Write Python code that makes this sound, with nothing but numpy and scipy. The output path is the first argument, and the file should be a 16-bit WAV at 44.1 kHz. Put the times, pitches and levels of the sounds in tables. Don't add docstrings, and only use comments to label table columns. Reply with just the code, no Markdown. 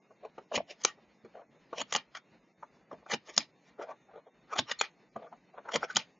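import sys
import numpy as np
from scipy import signal
from scipy.fft import rfft, irfft
from scipy.io import wavfile
from scipy.ndimage import uniform_filter1d

SR = 44100
rng = np.random.default_rng(int(sys.argv[2]) if len(sys.argv) > 2 else 0)


def to_linear_factor(level_db):
    exponent = np.asarray(level_db, float) / 20
    return 10 ** exponent


def inscribe(sig):
    pcm = np.round(np.clip(np.atleast_2d(sig).T, -1, 1) * 32767)
    wavfile.write(sys.argv[1], SR, pcm.astype(np.int16))


N = 272977

SIDES = np.array([[1], [-1]])
BLADE_BOX_HZ, CLICK_TIPS_HZ = 1029, 6470
RUSTLE_SHEAR_HZ, DRAG_TIPS_HZ = 2400, 5460


def rms_one(x):
    return x / np.sqrt(np.mean(x ** 2) + 1e-20)


def at_hz(points, hz):
    points = np.array(points)
    return np.interp(np.log(hz), np.log(points[:, 0]), points[:, 1])


def band(x, low_hz, high_hz):
    return signal.sosfilt(signal.butter(3, [low_hz, high_hz], "band", fs=SR, output="sos"), x)


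def drift(rate):
    r = np.exp(-80 * np.pi * rate / SR)
    slow = signal.lfilter([1], [1, -2 * r, r * r], rng.standard_normal(N // 40 + 2002))[2000:]
    return np.interp(np.arange(N) / 40, np.arange(len(slow)), rms_one(slow))


def resonate(x, hz, width_hz):
    r = np.exp(-np.pi * width_hz / SR)
    poles = [1, -2 * r * np.cos(2 * np.pi * hz / SR), r * r]
    return signal.lfilter([(1 - r * r) / 2, 0, (r * r - 1) / 2], poles, x + 1e-18)


def room_tone(side_db, swell_db):
    # frequency in Hz, level in dB per Hz
    room = [(40, -16), (60, -6), (90, -14.5), (170, 1), (500, -6), (900, -10), (1400, -15), (2000, -12),
            (2600, -14.5), (3200, -20), (4200, -18), (5300, -24), (5600, -37), (7000, -36.5)]
    # frequency in Hz, width in Hz, level in dB
    noise_bands = [(3650, 18, -89), (5100, 640, -88), (6380, 430, -91)]
    hz = np.arange(N // 2 + 1) * SR / N + 1
    mid, side, hiss = rng.standard_normal((3, N))
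    tone = irfft(rfft(mid + to_linear_factor(side_db) * side * SIDES) * to_linear_factor(at_hz(room, hz)), N)
    faint_bands = sum(to_linear_factor(level_db + 4 * drift(6.5)) * rms_one(resonate(hiss, pitch_hz, width_hz))
                for pitch_hz, width_hz, level_db in noise_bands)
    return to_linear_factor(-66.5 + swell_db * drift(12)) * rms_one(tone) + faint_bands


def room_tail(x, apart):
    # frequency in Hz, time to fall 60 dB in seconds
    echo = [(100, 0.052), (500, 0.063), (2000, 0.14), (3500, .14), (4500, 0.033), (7000, 0.052)]
    t = np.arange(SR // 3) / SR
    shared, own = rng.standard_normal((2, len(t)))
    noise = shared + apart * own * SIDES
    octaves_hz = 80 * 2 ** np.arange(7)
    tail = sum(band(noise, low, low * 2) * to_linear_factor(-60 * t / at_hz(echo, low * 1.4)) for low in octaves_hz)
    tail = tail * np.clip(t / 0.01, 0, 1)
    tail = tail / np.sqrt(np.sum(tail ** 2) / 2)
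    return signal.fftconvolve(x[None], tail, axes=1)[:, :N]


def pressure(rows, count, haste):
    sag_db_per_s, slip_s, slip_db = 91, .022, 6
    reach = SR // 6
    t, cracks = np.arange(-reach, reach) / SR, np.zeros(N)
    power, pitch = np.zeros((2, N + 2 * reach))
    times, levels_db, leads_hz = np.maximum(rows[:, :4], 1e-4), rows[:, 4 + count], rows[:, 7 + count]
    for (s, swell, hold, fade), level_db, hz in zip(times, levels_db, leads_hz):
        held = np.clip(t, 0, hold)
        shape_db = -20 * haste * (np.maximum(-t, 0) / swell + np.maximum(t - hold, 0) / fade)
        shape_db = shape_db - sag_db_per_s * held - slip_db * np.sin(np.pi * held / slip_s) ** 2
        at, touch = round(s * SR), to_linear_factor(level_db + shape_db) ** 2
        power[at:at + 2 * reach] += touch
        pitch[at:at + 2 * reach] += touch * hz
        cracks[at - 30] = to_linear_factor(level_db - 630 * swell)
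    leading_hz = (pitch + 1e-14 * leads_hz.mean()) / (power + 1e-14)
    return np.sqrt(power[reach:reach + N]), cracks, leading_hz[reach:reach + N]


def body(modes, force, cracks, leading_hz, low_hz, high_hz, per_s, focus_db, wander_db, trim_db, crack_db):
    sizes = to_linear_factor(4.5 * np.minimum(rng.exponential(1, N), 3.5)) * rng.choice([-1, 1], N)
    grit = sizes * (rng.random(N) < per_s / SR)
    shares = []
    for k, (hz, width_hz, level_db) in enumerate(modes):
        away_db = focus_db * np.abs(np.log2(hz / leading_hz))
        share_db = level_db + np.clip(wander_db, 0, 4) * drift(14.9) - away_db
        shares.append((-1) ** k * to_linear_factor(share_db))
    total = np.sqrt(sum(share ** 2 * mode[1] for share, mode in zip(shares, modes)))
    rasp = sum(resonate(grit * share / total, *mode[:2]) for share, mode in zip(shares, modes))
    rasp = band(rasp, low_hz, high_hz)
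    snap = sum(resonate(cracks * np.sign(share) * np.sqrt(np.abs(share) / total), *mode[:2])
               for share, mode in zip(shares, modes))
    rasp = rasp / np.sqrt(uniform_filter1d(rasp ** 2, size=350) + 0.05 * np.var(rasp))
    return to_linear_factor(trim_db) * rasp * force + to_linear_factor(crack_db) * band(snap, low_hz, high_hz)




def box_knocks():
    # peak in seconds, level in dB
    knocks = [(0.249, -69), (0.386, -58.5), (0.549, -41), (0.572, -32), (0.851, -43.5), (1.243, -48),
              (1.494, -56.5), (1.814, -41.5), (1.929, -49), (1.956, -38), (2.927, -44), (3.137, -32.5),
              (3.381, -33.5), (4.559, -60.5), (4.595, -31.5), (4.72, -52.5), (4.815, -56), (5.165, -40),
              (5.331, -54), (5.69, -55.5), (5.755, -31), (5.831, -49), (5.962, -33)]
    return np.array([(s, 0.012, 0, .038, *[db] * 3, *[225] * 3) for s, db in knocks])


def taps_on_box():
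    # peak in seconds, box level in dB, blade level in dB, box mode in Hz
    taps = [(.251, -38.5, -59, 584), (.383, -39.5, -59.5, 549), (0.522, -35.5, -63.5, 665),
            (0.578, -28.5, -39, 610), (1.249, -49, -64.5, 438), (1.731, -35, -56, 668.8),
            (2.152, -43, -40.5, 1480), (2.629, -43, -63, 937), (2.915, -41.5, -63, 619),
            (2.929, -42, -59.5, 600), (3.064, -47, -62.5, 869), (3.101, -41.5, -42, 836),
            (5.163, -33.5, -58, 520), (5.831, -28, -44.5, 751.4)]
    return [(s, .005, 0, .02, db, blade, blade - 10.5, hz, 2199, 5500) for s, db, blade, hz in taps]


def skin_rubs():
    # start in seconds, length in seconds, box level in dB, box mode in Hz
    rubs = [(.109, 0.0033, -55.5, 518.3), (0.237, .024, -46.5, 583), (.416, .004, -57.5, 560),
            (0.984, .004, -58.5, 558.7), (1.256, .004, -51, 441), (1.354, .065, -46.5, 685),
            (1.495, 0.005, -69.5, 540), (1.548, .03, -64.5, 372.7), (2.77, .004, -66.5, 509.3),
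            (2.94, 0.0015, -49, 569.5), (3.027, .004, -60.5, 699.7), (3.796, .052, -39, 760),
            (3.892, .031, -40.5, 739.7), (3.873, .004, -52, 690), (4.094, 0.021, -57.5, 661),
            (4.14, .004, -53.5, 697), (4.16, .02, -46.5, 697.5), (4.271, .004, -52.5, 596),
            (5.197, 0.0065, -49.5, 568.5), (5.225, .05, -46, 600.3), (5.328, .004, -46.5, 671.5),
            (5.544, 0.0052, -52, 720), (5.581, 0.0025, -43, 734.5), (5.658, .024, -48, 961)]
    return [(s, 0.013, hold, 0.029, db, db - 22, db - 40, hz, 2170, 5700) for s, hold, db, hz in rubs]


def blade_openings():
    # peak in seconds, blade level in dB, box level in dB, box mode in Hz
    openings = [
        (.71, -46.5, -48, 700),
        (3.297, -49, -48.5, 866),
        (3.828, -54, -46, 899.6),
        (3.91, -64, -54, 1100),
        (4.7, -44, -44, 1398),
        (5.908, -50.5, -45.5, 1450),
    ]
    return [(s, .034, 0, .03, db, blade, blade - 4.5, hz, 2297, 5500) for s, blade, db, hz in openings]


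def faint_swells():
    # peak in seconds, level in dB
    swells = [
        (.82, -56.5),
        (1.913, -54.5),
        (3.275, -60.5),
        (3.345, -58),
        (5.93, -59),
    ]
    return [(s, .035, 0, 0.01, db - 6, db - 3, db, BLADE_BOX_HZ, RUSTLE_SHEAR_HZ, DRAG_TIPS_HZ)
            for s, db in swells]


def tape_strokes():
    # strongest pull in seconds, blade level in dB, box level in dB,
    # seconds to swell 20 dB, box mode in Hz
    strokes = [(.544, -44, -32, -0.0257, 650), (0.561, -28, -36, .028, 630),
               (1.783, -40, -41.5, -0.0227, 694.7), (1.808, -37.5, -40, 0.053, 681.4),
               (2.172, -48, -47, 0.03, 1480), (3.119, -33, -39, 0.0256, 830),
               (3.14, -31.5, -31.5, .03, 828), (3.694, -68.5, -70, 0.13, 599.7),
               (4.536, -45.5, -35.5, 0.03, 1100), (4.562, -44, -35, 0, 1000),
               (4.685, -54, -59.5, -0.97, 1300), (4.59, -27, -31, 0.02, 856),
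               (4.715, -34.5, -39.5, -0.06, 1313), (5.691, -56, -36.5, -0.11, 993.5),
               (5.721, -44.5, -44, -0.02, 900), (5.741, -33, -35.5, 0, 1005),
               (5.757, -32, -30.5, 0.0263, 795), (5.846, -45.5, -40.5, 0.05, 755)]
    shortest_pull_s, at_rest_hz, hz_per_db = .012, 2200, 27.5
    return [(s, max(swell, shortest_pull_s), 0, .019, db, blade, blade - 4.5,
             hz, at_rest_hz + hz_per_db * (blade + 50), DRAG_TIPS_HZ) for s, blade, db, swell, hz in strokes]


def blade_ticks():
    # peak in seconds, box, shear and blade-tip levels in dB, shear mode in Hz
    ticks = [(0.838, -56, -42.5, -35, 4200), (1.926, -33.5, -29.5, -29.5, 2792),
             (1.938, -48, -36, -28.5, 2796), (1.962, -29.5, -29.5, -26, 2700),
             (3.366, -57.5, -46.5, -35.5, 4025), (1.815, -34.5, -32.5, -35, 2803),
             (4.592, -30.5, -25, -31.5, 3303), (4.717, -37.5, -27.5, -35.5, 2905),
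             (5.76, -26.5, -28.5, -25.5, 2400), (4.79, -64.5, -53.5, -50, 4300),
             (4.801, -56, -39, -47, 4310), (5.951, -52, -49.5, -44.5, 4303),
             (5.96, -45.5, -31, -31.5, 3170)]
    return [(s, .0045, 0, .011, *levels, BLADE_BOX_HZ, hz, CLICK_TIPS_HZ) for s, *levels, hz in ticks]


def brief_tones():
    # start in seconds, length in seconds, level in dB, pitch in Hz
    tone_rows = [(.515, .013, -32, 650), (0.6, 0.014, -34, 640), (2.627, .013, -43, 940),
                 (4.524, 0.019, -32, 1254), (4.789, 0.026, -38.5, 4250), (4.788, 0.028, -40, 7050),
                 (5.899, 0.018, -36, 1500), (5.958, 0.0055, -20, 3090), (5.757, 0.013, -30, 478),
                 (1.729, .016, -37, 650), (.855, 0.063, -48.5, 1180), (0.87, .06, -50, 1880)]
    out, waver, rough = np.zeros(N), 1 + .007 * drift(44), to_linear_factor(4 * drift(120))
    for s, length, db, hz in tone_rows:
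        at = np.arange(round(s * SR), round((s + length) * SR))
        envelope = np.sin(np.linspace(0, 1, len(at)) ** .75 * np.pi)
        tone = np.sin(2 * np.pi * hz * np.cumsum(waver[at]) / SR)
        out[at] += to_linear_factor(db) * rough[at] * envelope * tone
    return out


def snips():
    # slam in seconds, box, shear and blade-tip levels in dB, shear mode in Hz
    slams = [
        (.85, -24, -23, -17, 2700),
        (1.951, -25, -22, -26.5, 2720),
        (3.379, -27.5, -20.5, -17.5, 3020),
        (4.813, -24.5, -20, -22, 3380),
        (5.968, -23.5, -19, -18, 3130),
    ]
    # seconds after the slam, box, shear and tip levels in dB relative to it,
    # swell in seconds, fade in seconds
    rustle = (.03, -25.5, -23, -33.5, 0.07, 0.0437)
    lag, *less, swell, fade = rustle
    rows = []
    for s, *levels, hz in slams:
        rows += [(s, .003, 0, 0.0085, *levels, BLADE_BOX_HZ, hz, CLICK_TIPS_HZ),
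                 (s + lag, swell, 0, fade, *np.add(levels, less), BLADE_BOX_HZ, RUSTLE_SHEAR_HZ, DRAG_TIPS_HZ)]
    return rows


def scene():
    # frequency in Hz, width in Hz, level in dB
    thud_modes = [(71.6, 43, -22.5), (140, 60, -6.5), (230, 45, 2), (306, 90, -8)]
    box_modes = [(306, 120, -8), (424, 110, 2), (636, 140, 3), (794, 160, 0), (863, 120, 0.5),
                 (1185, 100, -1.5), (1450, 200, -3)]
    shear_modes = [(1880, 200, 2.15), (2385, 170, 0), (2887, 300, -1.9), (3260, 300, 0), (3610, 350, -3.5),
                   (4254, 340, -4)]
    tip_modes = [(4953, 610, -4.5), (5560, 150, -1.5), (6120, 150, -3.5), (6580, 130, 0.5),
                 (7330, 880, -0.5)]
    touches = np.array(taps_on_box() + skin_rubs() + tape_strokes() + blade_ticks() + snips()
                       + blade_openings() + faint_swells())
    knocking = pressure(box_knocks(), count=0, haste=0.87)
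    on_box = pressure(touches, count=0, haste=1.013)
    shearing = pressure(touches, count=1, haste=1.24)
    on_tips = pressure(touches, count=2, haste=1.32)
    thud = body(thud_modes, *knocking, 80, 370, per_s=2800, focus_db=-0.5, wander_db=2.5,
                trim_db=-6, crack_db=42.5)
    box = body(box_modes, *on_box, 200, 1800, per_s=4000, focus_db=12, wander_db=4.5,
               trim_db=1.4, crack_db=45.5)
    shear = body(shear_modes, *shearing, 1500, 4800, per_s=1800, focus_db=9, wander_db=5,
                 trim_db=1.5, crack_db=42)
    tips = body(tip_modes, *on_tips, 3300, 8500, per_s=2600, focus_db=15.5, wander_db=5,
                trim_db=2.5, crack_db=44.5)
    tips = tips + brief_tones()
    near = thud * to_linear_factor(-1.4 * SIDES) + box * to_linear_factor(.55 * SIDES) + shear + tips
    far = to_linear_factor(-20.5) * room_tail(thud + box + shear + tips, apart=0.72)
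    return near + far + room_tone(side_db=-15, swell_db=1.5)


def thin_out(x, left_db, side_left_db, side_top_hz):
    # frequency in Hz, level in dB
    kept_above = [(40, -84), (90, -84), (150, -92), (900, -91), (2500, -90.5), (5300, -91.5), (5450, -110),
                  (7500, -120)]
    hz, _, frames = signal.stft([x[0] + x[1], x[0] - x[1]], SR, nperseg=4096)
    limit_db = at_hz(kept_above, hz + 1)
    limit = to_linear_factor(np.array([limit_db, np.maximum(limit_db, -93)]))[:, :, None]
    filler_db = np.where((hz > 900) & (hz < side_top_hz), side_left_db, left_db)
    left = to_linear_factor(np.array([left_db + 0 * hz, filler_db]))[:, :, None]
    kept = np.minimum((np.abs(frames) / limit) ** 8, 1)
    thinned = frames * (kept + left * (1 - kept))
    both, apart = signal.istft(thinned, SR, nperseg=4096)[1][:, :N]
    return (both + apart * SIDES) / 2


def low_pass(x):
    return signal.sosfilt(signal.butter(12, 8510, fs=SR, output="sos"), x)


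def record(dry):
    thinned = thin_out(dry, left_db=-25, side_left_db=-7.5, side_top_hz=4100)
    step = signal.sosfilt(signal.cheby2(10, 19, 7300, fs=SR, output="sos"), thinned)
    mix = signal.sosfilt(signal.cheby2(8, 45, 9400, fs=SR, output="sos"), step)
    return low_pass(mix)


dry = scene()
out = record(dry)
inscribe(out)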